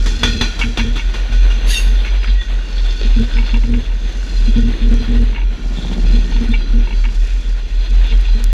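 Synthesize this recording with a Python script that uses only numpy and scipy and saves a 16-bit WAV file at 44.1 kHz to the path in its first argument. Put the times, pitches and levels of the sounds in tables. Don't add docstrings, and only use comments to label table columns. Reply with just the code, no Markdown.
import sys
import numpy as np
from scipy import signal
from scipy.fft import rfft, irfft, next_fast_len
from scipy.io import wavfile
from scipy.ndimage import uniform_filter1d, map_coordinates

SR = 44100
rng = np.random.default_rng(int(sys.argv[2]) if len(sys.argv) > 2 else 0)


def unload_audio(sound):
    columns = np.transpose(np.atleast_2d(sound))
    steps = np.round(np.clip(columns, -1, 1) * 32767)
    wavfile.write(sys.argv[1], SR, steps.astype(np.int16))


N = 376159
T = np.arange(N) / SR

# (time [s], level [dB])
GRIT_TICKS = [(8.069, -35), (8.211, -29), (8.3569, -40), (8.441, -13)]
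# (pitch [Hz], width [Hz], level [dB])
SILENCER_MODES = [(132, 15, -9), (172.1, 37.4, 6), (205, 50, 4.5), (340, 78, -8), (580, 380, -17)]

# (start [s], level [dB])
SWAY_SWELLS = [(-.15, -10), (.2, -12.5), (.38, -16), (.55, -14.5), (.77, -12), (.86, -11.5), (1.01, -11.5),
               (1.15, -13.5), (1.3, -6), (1.61, -8.5), (1.77, -8), (2.07, -9.5), (2.25, -8.5), (2.44, -15),
               (2.68, -12), (2.99, -7), (3.3, -8), (3.49, -7.5), (3.68, -9.5), (3.85, -12.5), (4.0, -14.5),
               (4.13, -14.5), (4.27, -8.5), (4.79, -6.5), (5.04, -9), (5.36, -12), (5.57, -17.5),
               (5.82, -14.5), (5.96, -7.5), (6.31, -8), (6.43, -9), (6.67, -7), (6.9, -9), (7.14, -8.5),
               (7.28, -13), (7.43, -12), (7.601, -15.5), (7.69, -10.5), (7.87, -6), (8.1, -6), (8.25, -7.5),
               (8.4, -8)]
# (time [s], pitch [Hz])
SWAY_PITCH = [(0, 40.37), (.85, 39.72), (1.05, 42.7), (1.4, 44.05), (1.75, 42.43), (2.2, 44.15),
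              (2.8, 40.4), (3.02, 41.48), (3.2, 38.9), (3.45, 41.46), (3.78, 38.51), (4.22, 43.38),
              (4.55, 37.21), (5.2, 39.37), (5.7, 41.9), (6.55, 38.38), (7.3, 39.5), (8.2, 41.2),
              (8.53, 39.1)]
# (pitch [Hz], width [Hz], level [dB])
MOUNT_MODES = [(73, 23, 8.5), (104.5, 24, -3), (170, 63, -14), (227.4, 28.5, 6.5), (337, 90, -13.5),
               (440.5, 51, -5)]
# (start [s], length [s], level [dB])
CHATTER_BOUTS = [(0.056, 0.0047, -20), (0.183, 0.017, -24), (0.246, 0.1, -19), (0.352, 0.089, -20.5),
                 (0.638, 0.044, -16), (0.782, 0.035, -19.5), (0.839, 0.052, -17.5), (1.289, 0.072, -28),
                 (2.272, 0.049, -29.5), (3.046, 0.016, -20.5), (3.16, 0.023, -14.5), (3.188, 0.029, -11.5),
                 (3.355, 0.044, -20), (3.531, 0.038, -18), (3.638, 0.044, -19), (3.688, 0.096, -16.5),
                 (4.474, 0.021, -17), (4.558, 0.036, -11.5), (4.625, 0.064, -15.5), (4.812, 0.066, -20.5),
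                 (4.909, 0.031, -11.5), (4.996, 0.015, -17.5), (5.077, 0.11, -16.5), (5.197, 0.036, -15.5),
                 (6.031, 0.052, -23), (6.129, 0.046, -17), (6.352, 0.029, -23.5), (6.406, 0.015, -15.5),
                 (6.486, 0.028, -14), (6.733, 0.05, -18.5), (8.11, 0.021, -24.5), (8.349, .015, -21)]
# (multiple of the lowest pitch [ratio], level [dB])
JUDDER_HARMONICS = [(1, -7.5), (2, -0.5), (4, -20)]

# (time [s], slip rate [Hz], level [dB])
PLATE_RUB = [(1.645, 948, -100), (1.655, 949, -66), (1.665, 950, -38), (1.70, 919, -23), (1.74, 908, -23.5),
             (1.785, 921, -27), (1.81, 920, -29.5), (1.87, 914, -39), (1.95, 920, -50), (2.0, 888, -52),
             (2.5, 900, -100)]
# (frequency [Hz], level [dB])
PLATE_SPECTRUM = [(500, -36), (930, -24), (1850, -6), (2770, 3.5), (3700, 1.5), (4600, 3.5), (5400, -8),
                  (6500, -3), (8000, -16), (9800, -5.5), (12000, -13), (15000, -21)]
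# (start [s], length [s], pitch [Hz], level [dB])
PLATE_CRIES = [(1.702, .016, 1700, -29.5), (1.73, 0.013, 1900, -29), (1.5, .022, 2800, -27),
               (1.732, .02, 2775, -25), (1.753, 0.0383, 2750, -19.5), (1.738, 0.0354, 3660, -21.5),
               (1.778, .017, 3620, -30), (1.78, .016, 4600, -29), (1.745, 0.032, 5560, -33),
               (1.698, 0.03, 6520, -29), (1.758, 0.027, 6470, -26.5), (1.785, 0.024, 6440, -32),
               (1.71, .085, 9370, -37.5), (1.7, .09, 8470, -44), (1.71, .09, 10900, -43)]
# (time [s], ring [dB], hollow low note [dB], crunch [dB])
STEEL_KNOCKS = [(.611, -11.5, -21, -14), (.623, -16, -27, -25), (.635, -14, -34, -19),
                (.792, -14.5, -17, -18), (.803, -26, -30, -22), (.976, -25, -29, -30),
                (.993, -22, -23, -28), (1.137, -34, -38, -26), (2.046, -23, -42, -28),
                (2.06, -24, -45, -24), (2.076, -24, -40, -24), (2.229, -25, -38, -28),
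                (2.242, -29, -35, -18), (2.274, -27, -40, -22), (3.366, -25, -31, -22),
                (3.383, -20.5, -25, -24), (3.404, -32, -31, -36), (3.425, -29, -26, -34),
                (3.46, -32, -29, -33), (3.49, -30, -34, -26), (3.54, -20, -23.5, -26),
                (3.561, -27, -26, -35), (3.634, -28, -28, -32), (3.736, -22.5, -29, -21),
                (3.752, -30, -42, -37), (3.857, -35, -48, -48), (3.898, -40, -35, -46),
                (3.915, -32, -39, -41), (5.328, -34, -33, -37), (5.346, -28, -42, -27),
                (5.359, -20, -30, -25), (5.378, -27, -21, -26), (5.392, -32, -41, -35),
                (5.414, -28, -30, -36), (5.432, -39, -32, -42), (6.319, -37, -29, -38),
                (6.361, -32, -27, -30), (6.536, -12, -24, -41), (6.547, -28, -50, -40),
                (6.871, -29, -26, -36), (6.906, -27, -27, -32), (6.924, -26, -32, -37),
                (7.038, -27, -40, -24), (7.051, -23, -25, -24), (7.086, -31, -34, -32),
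                (8.048, -38, -31, -29), (8.12, -30, -33, -32), (8.283, -41, -31, -33)]
# (pitch [Hz], time to fade by 60 dB [s], level [dB])
STEEL_MODES = [(1440, 0.028, -15), (1910, 0.04, -14), (2250, 0.093, -4), (2460, 0.042, -5.5),
               (2664, 0.058, -3.5), (2787, 0.049, -1)]

# (time when nearest [s], light chatter [dB], rumble [dB], roar [dB])
COUPLING_PASSES = [(0.302, -34, -29, -33), (1.66, -47.5, -36, -32.5), (3.22, -52, -34.5, -34.5),
                   (4.72, -38, -28.5, -34.5), (6.4, -44, -29, -34.5), (8.1, -42.5, -38, -36)]
# (frequency [Hz], level [dB])
RUMBLE_SPECTRUM = [(25, -43), (60, 0), (120, -17.5), (220, -11.5), (450, -20), (900, -80)]
ROAR_SPECTRUM = [(80, -27), (220, -3.5), (450, 2), (700, -2), (950, -4), (1200, -6.5), (1700, -3.5),
                 (2500, -5), (4200, -6.5), (5300, -28), (7000, -26), (15000, -39)]
HISS_SPECTRUM = [(2500, -17), (4500, 2), (6300, -2), (7400, -4.5), (8300, -15.5), (10500, -15.5),
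                 (12500, -26.5), (15000, -39)]
# (time [s], level [dB])
HISS_SWELLS = [(0, -32.5), (.42, -35), (.7, -41), (2.1, -47.5), (2.55, -45), (3.02, -38.5), (3.5, -41),
               (3.95, -44.5), (4.35, -35.5), (4.75, -46), (4.95, -42.5), (5.45, -51), (5.75, -37),
               (6.15, -39), (6.82, -49), (7.0, -40.5), (7.3, -37.5), (7.65, -45.5), (7.9, -42),
               (8.53, -43.5)]
# (pitch [Hz], width [Hz], level [dB])
RAIL_MODES = [(891, 120, -11), (1475, 106, 3.5), (1857, 103, 0.5), (2465, 260, -1), (2774, 48, 2),
              (3423, 354, 1), (4162, 150, -3), (4760, 270, -10), (5740, 120, -10), (6176, 270, -7.5)]
# (middle [s], half length [s], pitch [Hz], width [Hz], level [dB])
WHEEL_SCRAPES = [(2.286, 0.045, 3800, 1500, -33), (2.852, 0.24, 3570, 2200, -38),
                 (3.02, .03, 384, 180, -30.5), (3.05, 0.091, 3160, 3000, -32),
                 (3.198, 0.15, 2970, 3205, -35.5), (3.366, 0.081, 3620, 3497, -30.5),
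                 (3.474, 0.087, 3770, 3000, -33), (4.577, 0.087, 2200, 2001, -39.5),
                 (4.77, .09, 338, 70, -34), (4.82, 0.052, 2200, 2000, -38), (5.779, 0.037, 3479, 700, -29),
                 (5.847, 0.064, 3700, 1001, -33), (5.925, 0.081, 3480, 1800, -36),
                 (6.092, .07, 2200, 2795, -32.5), (6.16, 0.029, 2985, 3400, -32),
                 (6.35, 0.081, 2600, 2393, -37), (7.305, 0.13, 2180, 1997, -35.5),
                 (8.056, .025, 2603, 3000, -36), (8.102, 0.051, 2982, 2820, -30),
                 (8.263, 0.066, 2700, 2400, -35.5)]
# (middle [s], half length [s], pitch [Hz], level [dB])
FLANGE_SQUEALS = [(1.991, 0.043, 3560, -32), (2.254, 0.12, 4910, -40), (2.409, 0.086, 1902, -33),
                  (2.42, 0.047, 3470, -29), (2.768, 0.093, 4410, -40), (2.899, 0.073, 3520, -33),
                  (3.002, .07, 4460, -35), (3.313, 0.024, 3390, -35), (3.373, 0.052, 5080, -37),
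                  (3.485, 0.039, 3490, -35), (3.485, 0.017, 1450, -29.5), (3.521, 0.072, 5050, -48),
                  (3.555, 0.029, 3420, -34), (3.67, 0.04, 4975, -45), (3.845, 0.031, 3347, -34),
                  (6.14, .04, 4130, -27), (6.169, 0.032, 3400, -33), (6.528, 0.027, 3570, -29),
                  (6.995, 0.08, 4490, -41), (8.148, 0.027, 3270, -32), (8.362, 0.034, 4130, -35)]
# (time when nearest [s], main pitch [Hz], level [dB])
SINGING_WHEELS = [(0.31, 4200, -35.5), (0.43, 4085, -32.5), (2.081, 4230, -50), (2.26, 4020, -42),
                  (2.8, 4480, -44), (3.02, 4370, -43.5), (3.22, 4140, -45.5), (3.47, 4340, -46),
                  (4.42, 4124, -40), (4.68, 4240, -51), (4.99, 4120, -44), (5.22, 4230, -51.5),
                  (6.14, 4137, -45.5), (6.39, 4350, -45.5), (6.59, 4065, -44), (6.891, 4100, -44.5),
                  (7.86, 4100, -44.5), (8.33, 4063, -43.5)]
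# (multiple of the main pitch [ratio], level [dB])
WHEEL_NOTES = [(0.625, -5), (.812, 0), (1, 1), (1.165, -5.5), (1.49, -13.5)]

# (frequency [Hz], level [dB])
CLACK_SPECTRUM = [(100, 18.5), (300, 18), (600, 7.5), (950, 10), (1500, 9), (2600, 3.5), (3600, 9.5),
                  (5000, -5), (6500, -21), (8500, -12), (11000, -20), (15000, -28)]
# (strength [dB], brightness [dB], ring [dB])
CLOSE_STRIKES = [(-8.5, 7.5, -24), (0, 0, -0.5), (1.5, -3.5, -4), (-2.5, 5.5, -23), (5, -3.5, -8.5)]
# (pitch [Hz], time to fade by 60 dB [s], level [dB])
CLANG_MODES = [(884, 0.053, 0.5), (1500, 0.12, -9), (1960, 0.18, -10), (2640, 0.1, -9), (3460, 0.17, 3.5),
               (4700, 0.12, -10), (5700, 0.16, -18), (6440, 0.14, -13)]

SPEED_M_S, TRACK_M = 16, 3
BOGIE_M = 2.4
SHAKE_REACH_M, ROAR_REACH_M = 4.5, 6.94
CHATTER_ATTACK_S, CHATTER_DECAY_S = 0.0056, 0.025
KNOCK_RISE_S = 0.0032


def undb(db):
    return 10 ** (np.asarray(db) / 20)


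def unit(x):
    return x / np.sqrt(np.mean(x ** 2))


def curves(table):
    times, *columns = np.transpose(table)
    return [np.interp(T, times, column) for column in columns]


def noise():
    return rng.standard_normal(N)


def walk(rate):
    knots = rng.standard_normal(N // 8)
    return unit(np.interp(T * rate, np.arange(len(knots)), knots))


def colour(x, points):
    hz, db = np.transpose(points)
    size = next_fast_len(N + 8192)
    bin_hz = np.maximum(np.arange(size // 2 + 1) * SR / size, 1)
    gain = undb(np.interp(np.log(bin_hz), np.log(hz), db))
    return irfft(rfft(x, size) * gain, size)[:N]


def lowpass(x, hz, order=6):
    return signal.sosfilt(signal.butter(order, min(hz, .45 * SR), fs=SR, output="sos"), x)


def ring(x, modes):
    return sum(undb(db) * signal.lfilter(*signal.iirpeak(hz, hz / width, fs=SR), x)
               for hz, width, db in modes)


def steep(x, mode):
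    hz, width, _ = mode
    return ring(ring(x, [(hz, width, 0)]), [mode])


def pulses(turns, scatter_db):
    at = np.flatnonzero(np.diff(np.floor(np.maximum.accumulate(turns))) > 0)
    out = np.zeros(N)
    out[at] = undb(scatter_db * noise()[:len(at)])
    return out


def blows(times, dbs):
    out = np.zeros(N)
    out[np.clip((np.asarray(times) * SR).astype(int), 0, N - 1)] = undb(dbs)
    return out


def fade(x, t60):
    return signal.lfilter([1], [1, -np.exp(-np.log(1000) / (t60 * SR))], x)


def bout(start, length, attack_s, decay_s):
    return np.clip((T - start) / attack_s, 0, 1) * np.exp(-np.clip(T - start - length, 0, 1) / decay_s)


def bogies(dbs, reach_m):
    power = 0
    for (nearest_s, *_), db in zip(COUPLING_PASSES, dbs):
        for offset_m in (-BOGIE_M, BOGIE_M):
            along_m = SPEED_M_S * (T - nearest_s) + offset_m
            power = power + undb(db) ** 2 / (1 + (along_m / reach_m) ** 2)
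    return np.sqrt(power / 2)


def grit():
    bright = unit(ring(noise(), [(5494, 6500, -1.5), (10870, 10600, -10)]))
    return undb(-2) * bright * fade(blows(*np.transpose(GRIT_TICKS)), t60=0.0057)


def generator(nearest_s=5.915, firing_hz=60.64, pass_s=0.209, level_db=-25, throb_db=6):
    away = (T - nearest_s) / pass_s
    turns = np.cumsum(firing_hz * (1 - 0.044 * np.tanh(away))) / SR
    turns -= np.interp(nearest_s, T, turns)
    gas = pulses(turns, scatter_db=1) + .016 * noise()
    boom = sum(steep(gas, mode) for mode in SILENCER_MODES)
    throb = undb(throb_db * np.cos(np.pi * turns / 2))
    return unit(throb * boom) * undb(level_db) / (1 + away ** 2) ** 0.97


def sway_strength():
    starts, db = np.transpose(SWAY_SWELLS)
    place = np.interp(T, np.append(starts, N / SR + .05), np.arange(len(starts) + 1))
    arch = np.sin(np.pi * (place % 1) ** 0.91) ** 0.7
    return uniform_filter1d(undb(db)[place.astype(int)] * arch, size=1100)


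def judder(turns, judder_hz=112.5, rise=0.07, rise_s=0.055):
    out, drift = np.zeros(N), .01 * walk(70)
    jolt = .1 * np.sin(2 * np.pi * turns)
    for start, length, db in CHATTER_BOUTS:
        near = (T > start) & (T < start + length + .2)
        hz = judder_hz * (1 + rise * np.tanh((T[near] - start) / rise_s) + drift[near])
        phase = 2 * np.pi * (np.cumsum(hz) / SR + rng.random()) + jolt[near]
        note = sum(undb(tone_db) * np.sin(k * phase) for k, tone_db in JUDDER_HARMONICS)
        out[near] += undb(db) * bout(start, length, CHATTER_ATTACK_S, CHATTER_DECAY_S)[near] * note
    return out


def mount():
    turns = np.cumsum(curves(SWAY_PITCH)[0] * (1 + 0.02503 * walk(9))) / SR
    sway = sway_strength() * unit(np.sin(2 * np.pi * turns))
    tremor = unit(steep(noise(), (40, 20, 0)))
    knocks = pulses(turns + .03 * walk(60), scatter_db=2.5)
    scuffs = 0.014 * noise()
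    body = lowpass(sum(steep(knocks + scuffs, mode) for mode in MOUNT_MODES), hz=540)
    body /= np.sqrt(uniform_filter1d(body ** 2, SR // 25) + 1e-12)
    bouts = sum(undb(db) * bout(start, length, CHATTER_ATTACK_S, CHATTER_DECAY_S)
                for start, length, db in CHATTER_BOUTS)
    _, chatter_db, *_ = np.transpose(COUPLING_PASSES)
    light_chatter = bogies(chatter_db, SHAKE_REACH_M) * undb(6.5 * walk(12))
    thuds = (light_chatter + .4 * bouts) * body
    bright = unit(steep(noise(), (6000, 5000, 0)))
    ticks = (light_chatter + bouts) * lowpass(fade(knocks, t60=0.0035) * bright, hz=9900)
    return sway + undb(-27) * tremor + undb(-1.5) * (thuds + judder(turns)) + undb(-20) * ticks


def rattle(level_db=-8, taps_per_s=30):
    *_, roar_db = np.transpose(COUPLING_PASSES)
    jiggle = 0
    for hz, width, db in RAIL_MODES:
        taps = pulses(np.cumsum(taps_per_s * undb(6 * walk(25))) / SR, scatter_db=4)
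        jiggle += undb(db) * unit(ring(taps, [(hz, width, 0)]))
    return unit(lowpass(jiggle, hz=5800)) * undb(level_db) * bogies(roar_db, SHAKE_REACH_M)


def clinks(hollow_hz=921, hollow_t60_s=0.051, crunch_t60_s=0.077, detune=0.016, scatter_db=2):
    out, t = np.zeros(N + SR), np.arange(SR // 4) / SR
    modes = [(hollow_hz, hollow_t60_s, 0)] + STEEL_MODES
    top_hz = modes[-1][0]
    for start, ring_db, hollow_db, crunch_db in STEEL_KNOCKS:
        crunch = unit(steep(rng.standard_normal(len(t)), (1800, 1700, 0)))
        knock = crunch * undb(crunch_db - 4 - 60 * t / crunch_t60_s)
        for k, (hz, t60, mode_db) in enumerate(modes):
            pitch_chance, level_chance = rng.standard_normal(2)
            jitter = unit(uniform_filter1d(rng.standard_normal(len(t)), size=130))
            buzz = .5 * hz / top_hz * jitter
            turns = hz * (1 + detune * pitch_chance) * t + rng.random()
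            db = (ring_db if k else hollow_db) + mode_db + scatter_db * level_chance
            knock += np.sin(2 * np.pi * turns + buzz) * undb(db - 60 * t / t60)
        out[int(start * SR):][:len(t)] += knock * np.minimum(t / KNOCK_RISE_S, 1)
    return lowpass(out[:N], hz=4080)


def gangway_screech(sag_per_s=0.2, attack_s=0.0067):
    slip_hz, rub_db = curves(PLATE_RUB)
    slip_turns = np.cumsum(slip_hz * (1 + .035 * walk(500) + .007 * walk(50))) / SR
    slips = unit(pulses(slip_turns, scatter_db=3))
    rasp = undb(-1) * noise()
    notes, wobble, flicker = 0, .011 * walk(600), undb(2 * walk(120))
    for start, length, hz, db in PLATE_CRIES:
        sag = sag_per_s * np.clip(T - start - length / 2, -length, length)
        turns = np.cumsum(hz * (1 - sag + wobble)) / SR
        burst = bout(start, length, attack_s, decay_s=0.0048)
        tail = undb(-17) * bout(start, length, attack_s, decay_s=0.087)
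        notes += undb(db) * (burst + tail) * np.sin(2 * np.pi * turns)
    rub = unit(colour(slips + rasp, PLATE_SPECTRUM)) * undb(rub_db + walk(160))
    return rub + flicker * notes


def scrapes(level_db=-2, slips_per_s=1500):
    turns = np.cumsum(slips_per_s * undb(4 * walk(900))) / SR
    slips = unit(pulses(turns, scatter_db=4) * noise())
    steel = unit(ring(slips, RAIL_MODES)) + .5 * slips
    out = 0
    for middle, half_length, hz, width, db in WHEEL_SCRAPES:
        swell = np.cos(np.pi / 2 * np.clip((T - middle) / half_length, -1, 1)) ** 2
        out += unit(steep(steel, (hz, width, 0))) * undb(db) * swell
    return lowpass(out, hz=5750) * undb(level_db + 2 * walk(90))


def squeals(level_db=-2, sag_per_s=0.152):
    out, flicker = np.zeros(N), undb(3.5 * walk(200))
    wobble = .006 * walk(600) + .002 * walk(50)
    for middle, half_length, hz, db in FLANGE_SQUEALS:
        near = np.abs(T - middle) < half_length
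        away_s = T[near] - middle
        turns = np.cumsum(hz * (1 - sag_per_s * away_s + wobble[near])) / SR
        swell = undb(db + level_db) * np.cos(np.pi / 2 * away_s / half_length) ** 2
        out[near] += swell * flicker[near] * np.sin(2 * np.pi * turns)
    return out


def singing_wheels(glide=0.036, glide_s=0.24, swell_s=0.13):
    out, flicker = np.zeros(N), undb(3 * walk(45))
    knot_s = np.linspace(-1, 1, 270)
    for nearest_s, hz, db in SINGING_WHEELS:
        near = np.abs(T - nearest_s) < 1
        away_s = T[near] - nearest_s
        phase = 2 * np.pi * hz * np.cumsum(1 - glide * np.tanh(away_s / glide_s)) / SR
        swell = undb(db) / (1 + (away_s / swell_s) ** 2) * flicker[near]
        for ratio, note_db in WHEEL_NOTES:
            pushes = .7 * rng.standard_normal((2, len(knot_s)))
            cos_push, sin_push = (np.interp(away_s, knot_s, push) for push in pushes)
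            note = (.7 + cos_push) * np.cos(ratio * phase) + sin_push * np.sin(ratio * phase)
            out[near] += undb(note_db) * swell * note
    return out


def rail_sound(flicker_db, drift=.018):
    ringing = sum(steep(noise(), mode) * undb(flicker_db * walk(14)) for mode in RAIL_MODES)
    place = np.cumsum(1 + drift * walk(5))
    return unit(map_coordinates(ringing, [place], order=3, mode="mirror"))


def rolling():
    *_, rumble_db, roar_db = np.transpose(COUPLING_PASSES)
    (hiss_db,) = curves(HISS_SWELLS)
    rumble = unit(colour(noise(), RUMBLE_SPECTRUM)) * undb(2 * walk(30))
    broad = unit(colour(noise(), ROAR_SPECTRUM)) * undb(2.16 * walk(30))
    roar = (undb(-3.5) * broad + undb(-5.5) * rail_sound(flicker_db=2.5)) * undb(0.93 * walk(22))
    hiss = unit(colour(noise(), HISS_SPECTRUM)) * undb(hiss_db - 7.5 + 2 * walk(150))
    return rumble * bogies(rumble_db, SHAKE_REACH_M) + roar * bogies(roar_db, ROAR_REACH_M) + hiss


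def flat_strikes(first_s=.0495, turn_s=.1738, nearest_s=.17, count=14, level_db=-13):
    times = first_s + turn_s * np.arange(count)
    distance_m = np.hypot(SPEED_M_S * (times - nearest_s), TRACK_M)
    accent_db, bright_db, _ = np.pad(CLOSE_STRIKES, ((0, count - len(CLOSE_STRIKES)), (0, 0))).T
    arrivals = times + distance_m / 343
    return arrivals, level_db + accent_db - 20 * np.log10(distance_m / TRACK_M), bright_db + 3.5


def strike_train(times, db, blur_s=0.0063):
    close = len(CLOSE_STRIKES)
    keep = np.exp(-1 / (blur_s * SR))
    far = blows(times[close:], db[close:] + 1)
    return blows(times[:close], db[:close]) + signal.lfilter([1 - keep], [1, -keep], far)


def flat_spot_clang(detune=0.012):
    out, t = np.zeros(N), np.arange(SR // 3) / SR
    rise = np.minimum(t / KNOCK_RISE_S, 1)
    times, dbs, _ = flat_strikes()
    for start, db, (*_, ring_db) in zip(times, dbs, CLOSE_STRIKES):
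        for hz, t60, mode_db in CLANG_MODES:
            note = np.sin(2 * np.pi * hz * (1 + detune * rng.uniform(-1, 1)) * t)
            out[int(start * SR):][:len(t)] += note * rise * undb(db + ring_db + mode_db - 60 * t / t60)
    return out


def flat_spot_clacks():
    times, db, bright_db = flat_strikes()
    hits = uniform_filter1d(strike_train(times, db), size=40)
    crash_fade = fade(hits, t60=0.08) + undb(-10.5) * fade(hits, t60=0.3)
    crash = unit(colour(noise(), CLACK_SPECTRUM)) * crash_fade
    rail = rail_sound(flicker_db=1.5) * fade(hits, t60=0.47)
    splash = unit(colour(noise(), HISS_SPECTRUM)) * fade(strike_train(times, db + bright_db), t60=0.48)
    return undb(1) * crash + undb(-4) * rail + undb(-19) * splash


def scene():
    mix = mount() + rolling() + rattle() + scrapes() + singing_wheels() + squeals()
    mix += flat_spot_clacks() + flat_spot_clang()
    mix += clinks() + gangway_screech() + generator() + grit()
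    return mix[None]


def record(dry, ceiling=0.85, top_hz=14900):
    rounded = dry / (1 + (dry / ceiling) ** 8) ** (1 / 8)
    return signal.sosfilt(signal.ellip(8, .2, 80, top_hz, fs=SR, output="sos"), rounded)


dry = scene()
out = record(dry)
unload_audio(out)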